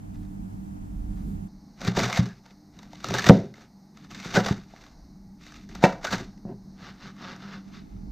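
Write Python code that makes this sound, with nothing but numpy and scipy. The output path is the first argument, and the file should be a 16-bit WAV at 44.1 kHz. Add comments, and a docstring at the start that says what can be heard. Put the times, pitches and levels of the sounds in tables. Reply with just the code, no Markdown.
"""A kitchen knife cuts crisp leafy cabbage on a plastic board that lies on a worktop, heard close up in stereo.
Fibres crackle as coloured clicks and noise, stalks snap as short pitched bursts, knocks ring the modes of the board,
and later the blade saws in rasping strokes of regular slips. Wet leaves squeak as short gliding tones.
Behind it an appliance drones in filtered noise and wavering tones, with rumble and hiss.
After a second and a half the room tone turns quieter and narrows to the middle; near the end it widens again."""
import sys
import numpy as np
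from scipy import signal
from scipy.fft import rfft, irfft
from scipy.io import wavfile

SR = 44100
rng = np.random.default_rng(int(sys.argv[2]) if len(sys.argv) > 2 else 0)


def transcribe(signal):
    """Save signal, clipped to [-1, 1], as a 16-bit WAV file at the path in sys.argv[1]."""
    frames = np.atleast_2d(signal).T
    limited = np.clip(frames, -1, 1)
    pcm = np.round(limited * 32767).astype(np.int16)
    wavfile.write(sys.argv[1], SR, pcm)


N = 357651   # samples


def from_db(db):
    """Gain for a level in dB."""
    return 10 ** (np.asarray(db) / 20)


def rms_one(x):
    """Scale to rms 1."""
    return x / np.sqrt(np.mean(x ** 2) + 1e-20)


def in_time(tables, silent=False):
    """Columns of one or more tables, sample by sample; outside the tables -120 if silent."""
    t = np.arange(N) / SR
    rows = np.concatenate(tables)
    columns = [np.interp(t, rows[:, 0], c) for c in rows[:, 1:].T]
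    inside = sum((t >= table[0][0]) & (t <= table[-1][0]) for table in tables) > 0
    return [np.where(inside | (not silent), c, -120) for c in columns]


def colour(x, spectrum):
    """Causal (minimum-phase) filter with the given dB curve on a log axis; unit noise stays at rms 1."""
    hz, db = np.transpose(spectrum)
    size = 16384
    grid = np.maximum(np.arange(size // 2 + 1) * SR / size, 1)
    log_gain = np.interp(np.log(grid), np.log(hz), db) * np.log(10) / 20
    cepstrum = irfft(log_gain)
    # folding the cepstrum onto positive time makes the filter minimum-phase
    cepstrum[1:size // 2] *= 2
    cepstrum[size // 2 + 1:] = 0
    taps = irfft(np.exp(rfft(cepstrum)))[:size // 2]
    return signal.fftconvolve(x, taps / np.sqrt(np.sum(taps ** 2)))[:N]


def band(x, kind, hz, order=4):
    """Butterworth low- or high-pass."""
    return signal.sosfilt(signal.butter(order, hz, kind, fs=SR, output="sos"), x)


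def drift(rate):
    """Slow chance: straight lines between normal random knots, about 2 * rate knots a second."""
    knots = int(N / SR * rate * 2) + 2
    return np.interp(np.arange(N), np.linspace(0, N, knots), rng.standard_normal(knots))


def ring(x, hz, t60):
    """A unit click sets a sine of starting height 1 ringing; it dies by 60 dB in t60 seconds."""
    r = from_db(-60 / (t60 * SR))
    w = 2 * np.pi * hz / SR
    return signal.lfilter([0, np.sin(w)], [1, -2 * r * np.cos(w), r * r], x + 1e-18)


def dying_noise(t60, length_s):
    """A burst of noise that fades out; energy 1."""
    t = np.arange(int(length_s * SR)) / SR
    burst = rng.standard_normal(len(t)) * from_db(-60 * t / t60)
    return burst / np.sqrt(np.sum(burst ** 2))


def during(start, end):
    """1 between two times, with 6 ms ramps."""
    t = np.arange(N) / SR
    return np.clip((t - start) / .006 + 1, 0, 1) * np.clip((end - t) / .006, 0, 1)


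# Colours of the cutting layers: (f/Hz, relative level/dB)
TEAR_COLOUR = [(1240, -42), (2100, -1.5), (2340, -2.5), (2550, -2), (2790, -4), (3220, -11.5), (3740, -1.5),
               (4030, -6.5), (4420, -5.5), (5490, -9), (5920, -6), (6660, -11.5), (10700, -37.5),
               (12300, -27.5), (15500, -32.5)]   # bright crackle of torn leaves
SAW_COLOUR = [(1240, -42.5), (2100, 0.5), (2420, 3), (2630, 2.5), (3330, -4), (3560, 3.5), (5100, -2),
              (6230, -6.5), (11000, -47), (12500, -34), (15500, -30)]       # bright rasp of sawing
BODY_COLOUR = [(560, -25.5), (950, -3.5), (1110, 1.5), (1320, 3), (1690, 0.1), (2200, -10.5), (2700, -4.5),
               (3600, -30.5), (6000, -48.5)]      # duller body of the leaves
STALK_COLOUR = [(220, -30), (380, 2), (447, -2.5), (539, 3), (607, -2), (672, 3), (1050, -9), (1360, -38.5),
                (2310, -120)]    # low crunch of the stalks
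TEAR_DB = -1   # gain on the steady tearing; separate snaps carry the peaks
KITCHEN_T60_S = 0.31


def cutting():
    """Torn and sawn fibres, snaps, board, knocks and squeaks sum, then excite the kitchen's short tail."""
    tearing_gains, sawing_gains = gestures()
    torn_noise, sawn_noise = fibres()
    torn = torn_noise * tearing_gains * from_db(TEAR_DB)
    sawn = sawn_noise * sawing_gains
    both = torn + sawn   # rows: crackle, body, stalks, board shake
    snap_bright, snap_body = snaps()
    crackle = colour(torn[0] + snap_bright, TEAR_COLOUR) + colour(sawn[0], SAW_COLOUR)
    body = colour(both[1] + from_db(-5) * snap_bright, BODY_COLOUR)
    stalks = colour(both[2] + snap_body, STALK_COLOUR)
    dry = crackle + body + stalks + board(both[3]) + knocks() + squeaks()
    tail = band(dying_noise(KITCHEN_T60_S, .8), "low", 6000, order=2)
    return dry + from_db(-13.0) * signal.fftconvolve(dry, tail)[:N]


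# The blade pressed down through the stack, one table a cut:
# (t/s, crackle level/dB, weight of the stalks/dB over crackle, push on the board/dB over crackle)
CUT_PRESSES = [
    [(1.76, -71, -3, 11), (1.8, -54.5, -3, 8), (1.812, -47.5, -3, 13), (1.884, -35, -2, 8),
     (1.934, -57.5, 2, 13), (1.968, -31.5, 0, 8), (2.06, -32.5, -3.5, 8), (2.1, -39.5, 5, -1),
     (2.15, -36, -2.5, 1), (2.178, -25.5, -5.5, -10), (2.21, -45, 1.5, 12), (2.4, -69.5, -15, 10)],
    [(3.0, -56, -6, 3), (3.03, -55, -11, 5.5), (3.044, -41, -1.5, 5), (3.124, -43.5, -7, 18),
     (3.148, -34, -0.5, 7.5), (3.18, -32.5, -0.5, 3), (3.228, -37.5, -9, -2), (3.272, -29, 1.5, 13),
     (3.294, -24, 0, -3.5), (3.312, -40, 3.5, 15.5), (3.37, -48.5, 0.5, 24), (3.52, -71.5, -7, 24)],
    [(4.085, -78, -1, 18), (4.108, -51, -6, 7), (4.22, -46, -14, -8), (4.256, -39.5, -7, 1.5),
     (4.324, -45, -3, 5), (4.346, -26.5, -4.5, 13), (4.378, -29, 10, -2), (4.42, -42, 2.5, 10),
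     (4.49, -33.5, 2, -1), (4.512, -38.5, 0, 15), (4.54, -50, 0, 15), (4.66, -68.5, -8, 10)],
    [(5.69, -57.5, -3, 9), (5.718, -55.5, -9, 2), (5.74, -59, -7.5, 15), (5.755, -49, -1.5, 1),
     (5.8, -58, 1, -8), (5.83, -40.5, 8, 8), (5.842, -28, 10, 10), (5.86, -37, 16.5, 1), (5.91, -49, 6, 6),
     (6.005, -66, 17, 6)],
    [(6.01, -58, 11, 6), (6.032, -50, -3, -8), (6.046, -37.5, 4.5, -10), (6.1, -41.5, -8, 5.5),
     (6.136, -30.5, 0.5, 6.5), (6.168, -39.5, -1.5, 2), (6.19, -44.5, -1, 13), (6.37, -84, -3, 13.5)],
]
# Leaves and hands shifting on the board:
# (start t/s, length/s, crackle level/dB, weight/dB over crackle, growth over the length/dB)
LEAF_RUSTLES = [(0.13, .07, -68, -11, -8), (0.213, 0.078, -70.5, -1, -11), (1.084, 0.12, -72, 4, -2),
                (1.151, 0.13, -67.5, 0, -5), (2.421, 0.15, -64.5, -1.5, -6), (2.701, 0.24, -62, -2.5, 9),
                (2.888, 0.17, -57.5, -10, -6), (3.528, 0.17, -58, -2.5, 0), (3.929, 0.19, -60.5, -6, 2),
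                (4.63, 0.34, -59, -5, 8.5), (5.364, 0.37, -55, -13, -9), (6.442, 0.13, -77, 30, 6),
                (6.694, 0.63, -65, -2, -1), (7.547, 0.71, -71, -4.5, -17)]
RUSTLE_RISE_SHARE, RUSTLE_FALL_SHARE = .2, .35   # shares of the length
RUSTLE_PUSH_DB, PUSH_PER_WEIGHT = 9.5, 1.1       # push at weight 0 dB; dB of push per dB of weight
# Sawing strokes, the blade sticks and slips:
# (start t/s, length/s, rasp level/dB, weight/dB over rasp, growth/dB, mean slips per s at mid-stroke,
#  share of regular slips 0-1)
SAW_STROKES = [(6.748, .2, -54, -2.5, 10.5, 144, 0.28), (6.952, .19, -55, -5, -1, 190, 0.3),
               (7.13, .27, -49, -1.5, 4, 180, 0.26), (7.3, 0.35, -52.5, -0.5, 3, 205, 0.17),
               (7.696, 0.15, -56.5, -15, -13, 165, 0.1)]
STROKE_RISE_SHARE, STROKE_FALL_SHARE = 0.38, .3  # shares of the length
STROKE_PUSH_DB, SAWN_BODY_DB = 7, 5              # push over rasp; extra leaf body while sawing


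def gestures():
    """Layer gains over time: pressing and rustling drive the tearing, strokes drive the sawing."""
    tearing = layers(*in_time(CUT_PRESSES, silent=True))
    sawing = np.zeros((4, N))
    for s, length, db, weight_db, growth_db in LEAF_RUSTLES:
        levels = layers(db, weight_db, RUSTLE_PUSH_DB + PUSH_PER_WEIGHT * weight_db)
        add_gesture(tearing, levels, s, length, RUSTLE_RISE_SHARE, RUSTLE_FALL_SHARE, growth_db)
    for s, length, db, weight_db, growth_db, _, _ in SAW_STROKES:
        levels = layers(db, weight_db, STROKE_PUSH_DB) * from_db([0, SAWN_BODY_DB, 0, 0])
        add_gesture(sawing, levels, s, length, STROKE_RISE_SHARE, STROKE_FALL_SHARE, growth_db)
    return tearing, sawing * from_db(1.8 * drift(40))   # the hand does not press evenly


# What the weight brings out: (level/dB over crackle at weight 0, share of the weight added)
BODY_FROM_WEIGHT = (-1.5, .4)
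STALK_FROM_WEIGHT = (-2.5, .95)


def layers(crackle_db, weight_db, push_db):
    """One effort of the blade as gains of crackle, leaf body, stalks and board shake; weight favours the lows."""
    body_db, stalk_db = (db + share * weight_db for db, share in (BODY_FROM_WEIGHT, STALK_FROM_WEIGHT))
    return from_db(crackle_db) * from_db([np.zeros_like(push_db), body_db, stalk_db, push_db])


def add_gesture(gains, levels, start, length, rise_share, fall_share, growth_db):
    """Add one gesture to the layer gains: it rises, grows or sinks to its end, falls."""
    at = round(start * SR)
    done = np.linspace(0, 1, round(length * SR))
    edges = np.clip(done / rise_share, 0, 1) * np.clip((1 - done) / fall_share, 0, 1)
    shape = (edges ** 2 * from_db(growth_db * (done - .5)))[:N - at]
    gains[:, at:at + len(shape)] += levels[:, None] * shape


SLIP_DIES_IN = .25   # share of a slip's cycle in which it falls to 1/e


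def fibres():
    """Tearing is clumped clicks that ring a few cycles, on bursting noise; sawing is smoother; each rms 1."""
    # clumped clicks of random size and sign
    sizes = from_db(2.7 * np.minimum(rng.exponential(1, N), 4)) * rng.choice([-1, 1], N)
    clicks = sizes * (rng.random(N) < 3000 * from_db(5.0 * drift(60)) / SR)
    # each click bursts a cell of one of 18 pitches
    pitches = np.geomspace(900, 9000, 18)
    dealt = rng.integers(0, 18, N)
    cells = sum(ring(clicks * (dealt == k), hz, 20.0 / hz) * np.sqrt(hz) for k, hz in enumerate(pitches))
    cells = rms_one(cells)
    noise = rng.standard_normal(N)
    # small ribs give way at once, then settle
    ribs = np.minimum(rng.exponential(1, N), 2) * (rng.random(N) < 120 / SR)
    bursts = 1.3 + signal.lfilter([1], [1, -from_db(-60 / (.025 * SR))], ribs)
    torn = rms_one(rms_one(clicks) + 0.87 * noise + .5 * cells) * bursts
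    return rms_one(torn), rms_one(stick_slip(noise + 0.21 * cells))


def stick_slip(grain):
    """The sawing blade sticks and slips: each cycle opens with a jerk and a puff of grain that dies away."""
    mid_strokes = [(s + length / 2, per_s, share) for s, length, *_, per_s, share in SAW_STROKES]
    per_s, share = in_time([mid_strokes])
    share = np.clip(share, 0, 1)
    phase = np.cumsum(per_s * (1 + .025 * drift(30))) / SR % 1
    puffs = rms_one(np.exp(-phase / SLIP_DIES_IN))
    jerks = rms_one(np.diff(phase, prepend=0) < 0)
    return rms_one(grain) * (1 - share + share * puffs) + 1.55 * share * jerks


# Stalks snapping: (t/s, relative level/dB, stalk level/dB over crackle, pitch f/Hz)
STALK_SNAPS = [(1.8148, -26.5, 2, 1520), (1.8482, -21.5, -4, 2300), (1.8702, -23, 2, 1190),
               (1.952, -32, -21, 1400), (1.9669, -28.5, 9, 918), (1.9919, -15, -21.5, 930),
               (2.0158, -33.5, -16, 1300), (2.0343, -15, -18, 2600), (2.0537, -22, -12, 2300),
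               (2.1276, -16, -25, 2320), (2.173, -17.5, 5, 1580), (2.2887, -38, -19, 1700),
               (2.4618, -40.5, -8.5, 923), (2.7896, -37, -26, 960), (2.83, -38.5, -13.5, 935),
               (2.9317, -37, -5, 930), (3.0434, -19.5, -7, 1400), (3.0859, -20, -5, 1290),
               (3.1064, -21, -2, 990), (3.1398, -14.5, 2.5, 1990), (3.1482, -19, 1, 1650),
               (3.1847, -14, -13.5, 1790), (3.1935, -17, -14, 1773), (3.2211, -26, -21.5, 1420),
               (3.242, -16, -4, 1800), (3.2735, -23.5, -22, 1480), (3.2889, -8.5, -0.5, 1500),
               (3.5399, -39, 0, 2200), (3.9729, -39, -31, 1410), (4.1121, -32, -27.5, 1510),
               (4.1994, -33, -19.5, 1490), (4.2474, -29.5, -26.5, 1420), (4.3405, -27, -2, 1450),
               (4.4478, -24, 3, 3560), (4.4614, -20, -12, 1180), (4.7356, -52.5, 11, 910),
               (5.465, -37.5, -7, 2080), (5.5214, -35, -15.5, 1760), (5.7139, -44.5, -6.5, 4120),
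               (5.7513, -27.5, -5, 1390), (5.8272, -29.5, 7.5, 940), (6.0437, -23.5, -7, 1370),
               (6.0701, -22.5, -15, 1480), (6.1225, -22, -17, 1500), (6.134, -28, -20, 1690),
               (6.3769, -49, -10, 910), (7.1651, -46, -17, 1180), (7.3622, -38, -6, 1920),
               (7.4036, -43, -18, 1480)]
SNAP_T60_S = .019


def snaps():
    """Each snap is a short burst with a brief pitch of its own; returns its bright and its duller part."""
    bright, body = np.zeros(N + SR), np.zeros(N + SR)
    t = np.arange(SR // 8) / SR
    for s, db, body_db, hz in STALK_SNAPS:
        burst = rng.standard_normal(len(t)) * from_db(db - 7.5 - 60 * t / SNAP_T60_S)
        burst += from_db(-22.5) * ring(burst, hz, 24.0 / hz)
        at = round(s * SR)
        bright[at:at + len(t)] += burst
        body[at:at + len(t)] += burst * from_db(body_db)
    return bright[:N], body[:N]


# Blade or hand on the board: (t/s, relative level/dB, contact/ms before 3 samples are added,
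#  high-pass f/Hz, freedom to ring as a factor on t60, sharpness/dB per octave)
BOARD_KNOCKS = [(1.878, -8.5, 5.1, 88, 1.6, -2.5), (1.977, -14.5, 1.48, 99, 0.98, 4.5),
                (2.19, -3, 4.6, 88, 1.01, -0.5), (3.09, -30, 3.5, 99, 1.1, 9),
                (3.2953, 12, 1.57, 121.7, 0.61, 1.86), (3.3081, -9.5, 1.57, 100.8, 0.51, -9),
                (4.258, -24, 2.1, 120.7, 0.74, 2.5), (4.375, -7.5, 0.83, 141, 0.96, -0.2),
                (4.509, -11, 3.2, 79, 0.51, 4), (5.262, -35, 2.7, 121.7, 0.51, -11),
                (5.8391, -1, 0.48, 160, 0.67, 3.5), (6.452, -23.5, 0.73, 139, 1.6, -8),
                (7.95, -24.5, 8, 60, .8, -4), (8.03, -30, 4.3, 70, 0.75, -4)]
# Modes of the board on the worktop: (f/Hz, relative level/dB, t60/s at freedom 1)
BOARD_MODES = [(122.8, -8, 0.47), (182.1, 1, 0.28), (205.4, 3.5, 0.21), (274, -8.5, 0.26), (351, -2, 0.11),
               (405.7, -5, 0.26), (492, -6, 0.22), (559.3, 0, 0.15), (659, -5, 0.16), (740, -1.5, 0.21),
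               (858, -19, 0.25), (900, -10.5, 0.185), (981, -19.5, 0.39), (995, -16.5, 0.045),
               (1180, -24.5, 0.26), (1410, -17, 0.062), (1490, -14.5, .12), (1650, -15, 0.15),
               (1860, -11, 0.098), (2140, -23, 0.12), (2320, -2.5, .06), (2660, -5.5, 0.096),
               (2820, -18, 0.018), (3400, -18, .04)]


def knocks():
    """Each knock is a smooth force pulse on all modes: long contacts miss the high ones, light ones the low ones."""
    out = np.zeros(N + SR)
    t = np.arange(SR // 2) / SR
    hz, mode_db, t60 = (c[:, None] for c in np.transpose(BOARD_MODES))
    spread_db = rng.normal(0, 1.5, (len(BOARD_KNOCKS), len(BOARD_MODES), 1))
    for knock, chance_db in zip(BOARD_KNOCKS, spread_db):
        s, db, contact_ms, lowest_hz, free, tilt_db = knock
        first_swing = from_db(-60 * t / (0.44 * t60 * free))   # dies fast
        after_ring = from_db(-7.0 - 60 * t / (t60 * free))
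        height = from_db(db + mode_db - 12.5 + chance_db + tilt_db * np.log2(hz / 200))
        modes = height * (first_swing + after_ring) * np.sin(2 * np.pi * hz * t)
        force = np.hanning(int(contact_ms * SR / 1000) + 3)
        swing = np.convolve(np.sum(modes, axis=0), force / force.sum())
        at = round(s * SR)
        out[at:at + len(swing)] += band(swing, "high", max(lowest_hz, 30), order=3)
    return out[:N]


def board(shake):
    """Tearing shakes the board's modes below 450 Hz, which die faster than after a knock."""
    low = [mode for mode in BOARD_MODES if mode[0] < 450]
    out = np.zeros(N)
    for k, (hz, db, t60) in enumerate(low):
        out += (-1) ** k * from_db(db) * ring(shake, hz, 0.33 * t60)
    return from_db(-28) * out


# Wet leaves squeaking on the blade: (start t/s, end t/s, start f/Hz, end f/Hz, relative level/dB)
LEAF_SQUEAKS = [(2.117, 2.215, 2150, 1995, -41.5), (2.27, 2.34, 1754, 1630, -56),
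                (4.355, 4.389, 1438, 1575, -25.5), (6.041, 6.103, 1416, 1544, -36.5),
                (6.112, 6.168, 1650, 1510, -36)]


def squeaks():
    """A gliding tone, roughened by fast chance, under a smooth swell."""
    out = np.zeros(N)
    rough = rms_one(drift(130))
    for start, end, start_hz, end_hz, db in LEAF_SQUEAKS:
        a, b = round(start * SR), round(end * SR)
        phase = 2 * np.pi * np.cumsum(np.linspace(start_hz, end_hz, b - a)) / SR
        swell = from_db(db + 6.0) * np.sqrt(np.hanning(b - a))
        out[a:b] += swell * np.sin(phase) * rough[a:b]
    return out


SHIFT_S = 1.483   # the room tone shifts from its early to its late colours here
# Room tone before wavering: (t/s, rumble level/dB, drone level/dB)
ROOM_LEVELS = [(0.0, -43, -45.5), (0.6, -44, -43.5), (1.08, -35, -42.5), (1.2, -32, -40.5),
               (1.46, -40.5, -41.5), (1.5, -54, -54), (2.5, -64, -59.5), (2.95, -57.5, -49),
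               (3.75, -68.5, -58.5), (4.2, -57, -49.5), (4.88, -57, -59.5), (5.05, -49.5, -51),
               (5.4, -58.5, -54.5), (5.7, -49.5, -48.5), (6.35, -52, -52), (7.4, -64.5, -50),
               (7.85, -51, -50), (7.95, -42, -47.5), (8.11, -38, -44.5)]
# Colours of the room layers: (f/Hz, relative level/dB)
RUMBLE_COLOUR = [(12, -22), (20, -8.5), (38, -4), (49, -3), (58, -4.5), (68, -12.5), (90, -38.5),
                 (180, -85.5)]
DRONE_EARLY_COLOUR, DRONE_LATE_COLOUR = [(45, -43), (75, -17), (125, -2.5), (200, 4.5), (280, -7),
                                         (330, -15.5), (430, -24), (700, -49), (1200, -47)], [(45, -37.5), (80, -27.5), (130, -15.5),
                                                              (200, -3.5), (270, -13), (390, -23.5),
                                                              (520, -39.5), (700, -36.5), (1200, -76.5)]
HISS_EARLY_COLOUR, HISS_LATE_COLOUR = [(290, -32), (500, -4), (569, -22), (620, 0.5), (827, 1),
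                                       (1100, -7.5), (3280, -18), (4130, -18.5), (7240, -18), (11000, -24),
                                       (15500, -29)], [(290, -35.5), (500, -5), (517, -15.5), (634, -4),
                                                           (909, -8.5), (1040, -10.5), (1910, -19.5),
                                                           (2090, -17.5), (2190, -26.5), (3400, -32),
                                                           (3640, -22.5), (4120, -13), (5910, -15),
                                                           (6690, -19.5), (7400, -42.5), (9620, -75.5),
                                                           (16300, -120)]
HISS_TOP_COLOUR = [(4000, -35.5), (6800, -5.5), (6990, -15.5), (8160, -9), (11600, -18.5), (12500, -8),
                   (15500, -14.5)]      # extra treble after the shift
ROOM_SIDE_COLOUR = [(15, -26), (25, -26), (116, -16.5), (204, -1.5), (297, -10.5), (433, -20), (567, -22),
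                    (782, -15), (1020, -25), (1380, -28.5), (2630, -41), (4040, -52), (6380, -42),
                    (10400, -52.5), (15500, -55)]    # the wide part of the room
# Hiss: (early level/dB, mean late level/dB, late treble level/dB)
HISS_LEVELS = (-64, -65.5, -78)
# Motor lines: (f/Hz, width of the skirt/Hz, early level/dB over drone noise, late level/dB over drone noise)
MOTOR_LINES = [(97.2, 3.4, -2.5, -13), (150.4, 8.4, -10.5, -7), (193.1, 3.5, 0, -0.5),
               (248, 3.9, -20, -20.5), (298.3, 8, -6.5, -9)]
# Faint narrow tones after the shift: (f/Hz, width/Hz, mean level/dB)
WHINE_TONES = [(825, 60, -72), (1920, 18, -87.5), (2210, 32, -87)]
# Stretches where the room is heard wide: (start t/s, end t/s, mean side level/dB)
WIDE_ROOM_SPANS = [(0, 1.483, -46), (1.483, 2.28, -76), (7.658, 8.2, -54)]
SIDE_LEAN = -0.18   # share of rumble and drone put on the side in the first and last span; negative leans right
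RUMBLE_WAVER_DB, DRONE_WAVER_DB = 1.5, 1.5


def room_tone():
    """Rumble, an appliance drone with wavering motor lines, and hiss, all from noise; returns mid and side."""
    rumble_db, drone_db = in_time([ROOM_LEVELS])
    early = during(0, SHIFT_S)
    late = 1 - early
    white = rng.standard_normal((5, N))
    rumble = rms_one(colour(white[0], RUMBLE_COLOUR))
    drone = early * colour(white[1], DRONE_EARLY_COLOUR) + late * colour(white[1], DRONE_LATE_COLOUR)
    for hz, width_hz, early_db, late_db in MOTOR_LINES:
        drone += motor_line(hz, width_hz) * from_db(early * early_db + late * late_db)
    early_gain, late_gain, top_gain = from_db(HISS_LEVELS)
    late_hiss = late_gain * colour(white[2], HISS_LATE_COLOUR) * from_db(2.0 * drift(2.165))
    late_hiss += top_gain * colour(white[4], HISS_TOP_COLOUR)
    for hz, width_hz, db in WHINE_TONES:
        late_hiss += from_db(db + 1.2 * drift(0.88)) * narrow_noise(hz, width_hz)
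    hiss = late * late_hiss + early * early_gain * colour(white[2], HISS_EARLY_COLOUR)
    lows = from_db(rumble_db + RUMBLE_WAVER_DB * drift(6.1)) * rumble
    lows += from_db(drone_db + DRONE_WAVER_DB * drift(9.3)) * drone
    wide = sum(during(start, end) * from_db(db) for start, end, db in WIDE_ROOM_SPANS)
    side = wide * colour(white[3], ROOM_SIDE_COLOUR) * from_db(1.5 * drift(5))
    side += SIDE_LEAN * lows * (early + during(*WIDE_ROOM_SPANS[-1][:2]))
    return lows + hiss, side


def motor_line(hz, width_hz):
    """A tone of steady pitch and wavering level, with a noisy skirt; rms 1."""
    tone = np.sqrt(2) * np.sin(2 * np.pi * (hz * np.arange(N) / SR + rng.random()))
    return rms_one(tone * from_db(1.9 * drift(3)) + 0.73 * narrow_noise(hz, width_hz))


def narrow_noise(hz, width_hz):
    """Noise through one resonance: a wavering tone of rms 1."""
    return rms_one(ring(rng.standard_normal(N), hz, np.log(1000) / (np.pi * width_hz)))


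# Stretches where the lows of the cutting are wide: (start t/s, end t/s, side level/dB over cutting, top f/Hz)
WIDE_CUT_SPANS = [(1.8, 1.917, -21, 935), (1.952, 2.257, -26, 474)]
TREBLE_SPREAD_HZ = 11200   # above this the two sides are nearly unrelated


def scene():
    """Mid and side of all sources, turned into left and right."""
    cut = cutting()
    room, side = room_tone()
    mid = room + cut
    scattered = signal.fftconvolve(cut, dying_noise(.02, .03))[:N]
    for start, end, db, top_hz in WIDE_CUT_SPANS:
        side += from_db(db) * during(start, end) * band(scattered, "low", top_hz)
    # the treble of the cutting, and of the late room, gets a side of similar loudness with new fine detail
    treble = band(cut + room * during(SHIFT_S, 9), "high", TREBLE_SPREAD_HZ, order=10)
    side += from_db(-0.5) * band(treble * rms_one(drift(1200)), "high", TREBLE_SPREAD_HZ, order=10)
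    return np.array([mid + side, mid - side])


TOP_STOP_HZ = 15860   # from here up the sound is 60 dB down


def record(dry):
    """The hardest knocks overload the input and clip; then a steep low-pass cuts the top."""
    steep = signal.cheby2(16, 60, TOP_STOP_HZ, fs=SR, output="sos")
    overloaded = np.clip(dry, -.97, .97)
    return np.clip(signal.sosfilt(steep, overloaded), -1, 1)


dry = scene()
out = record(dry)
transcribe(out)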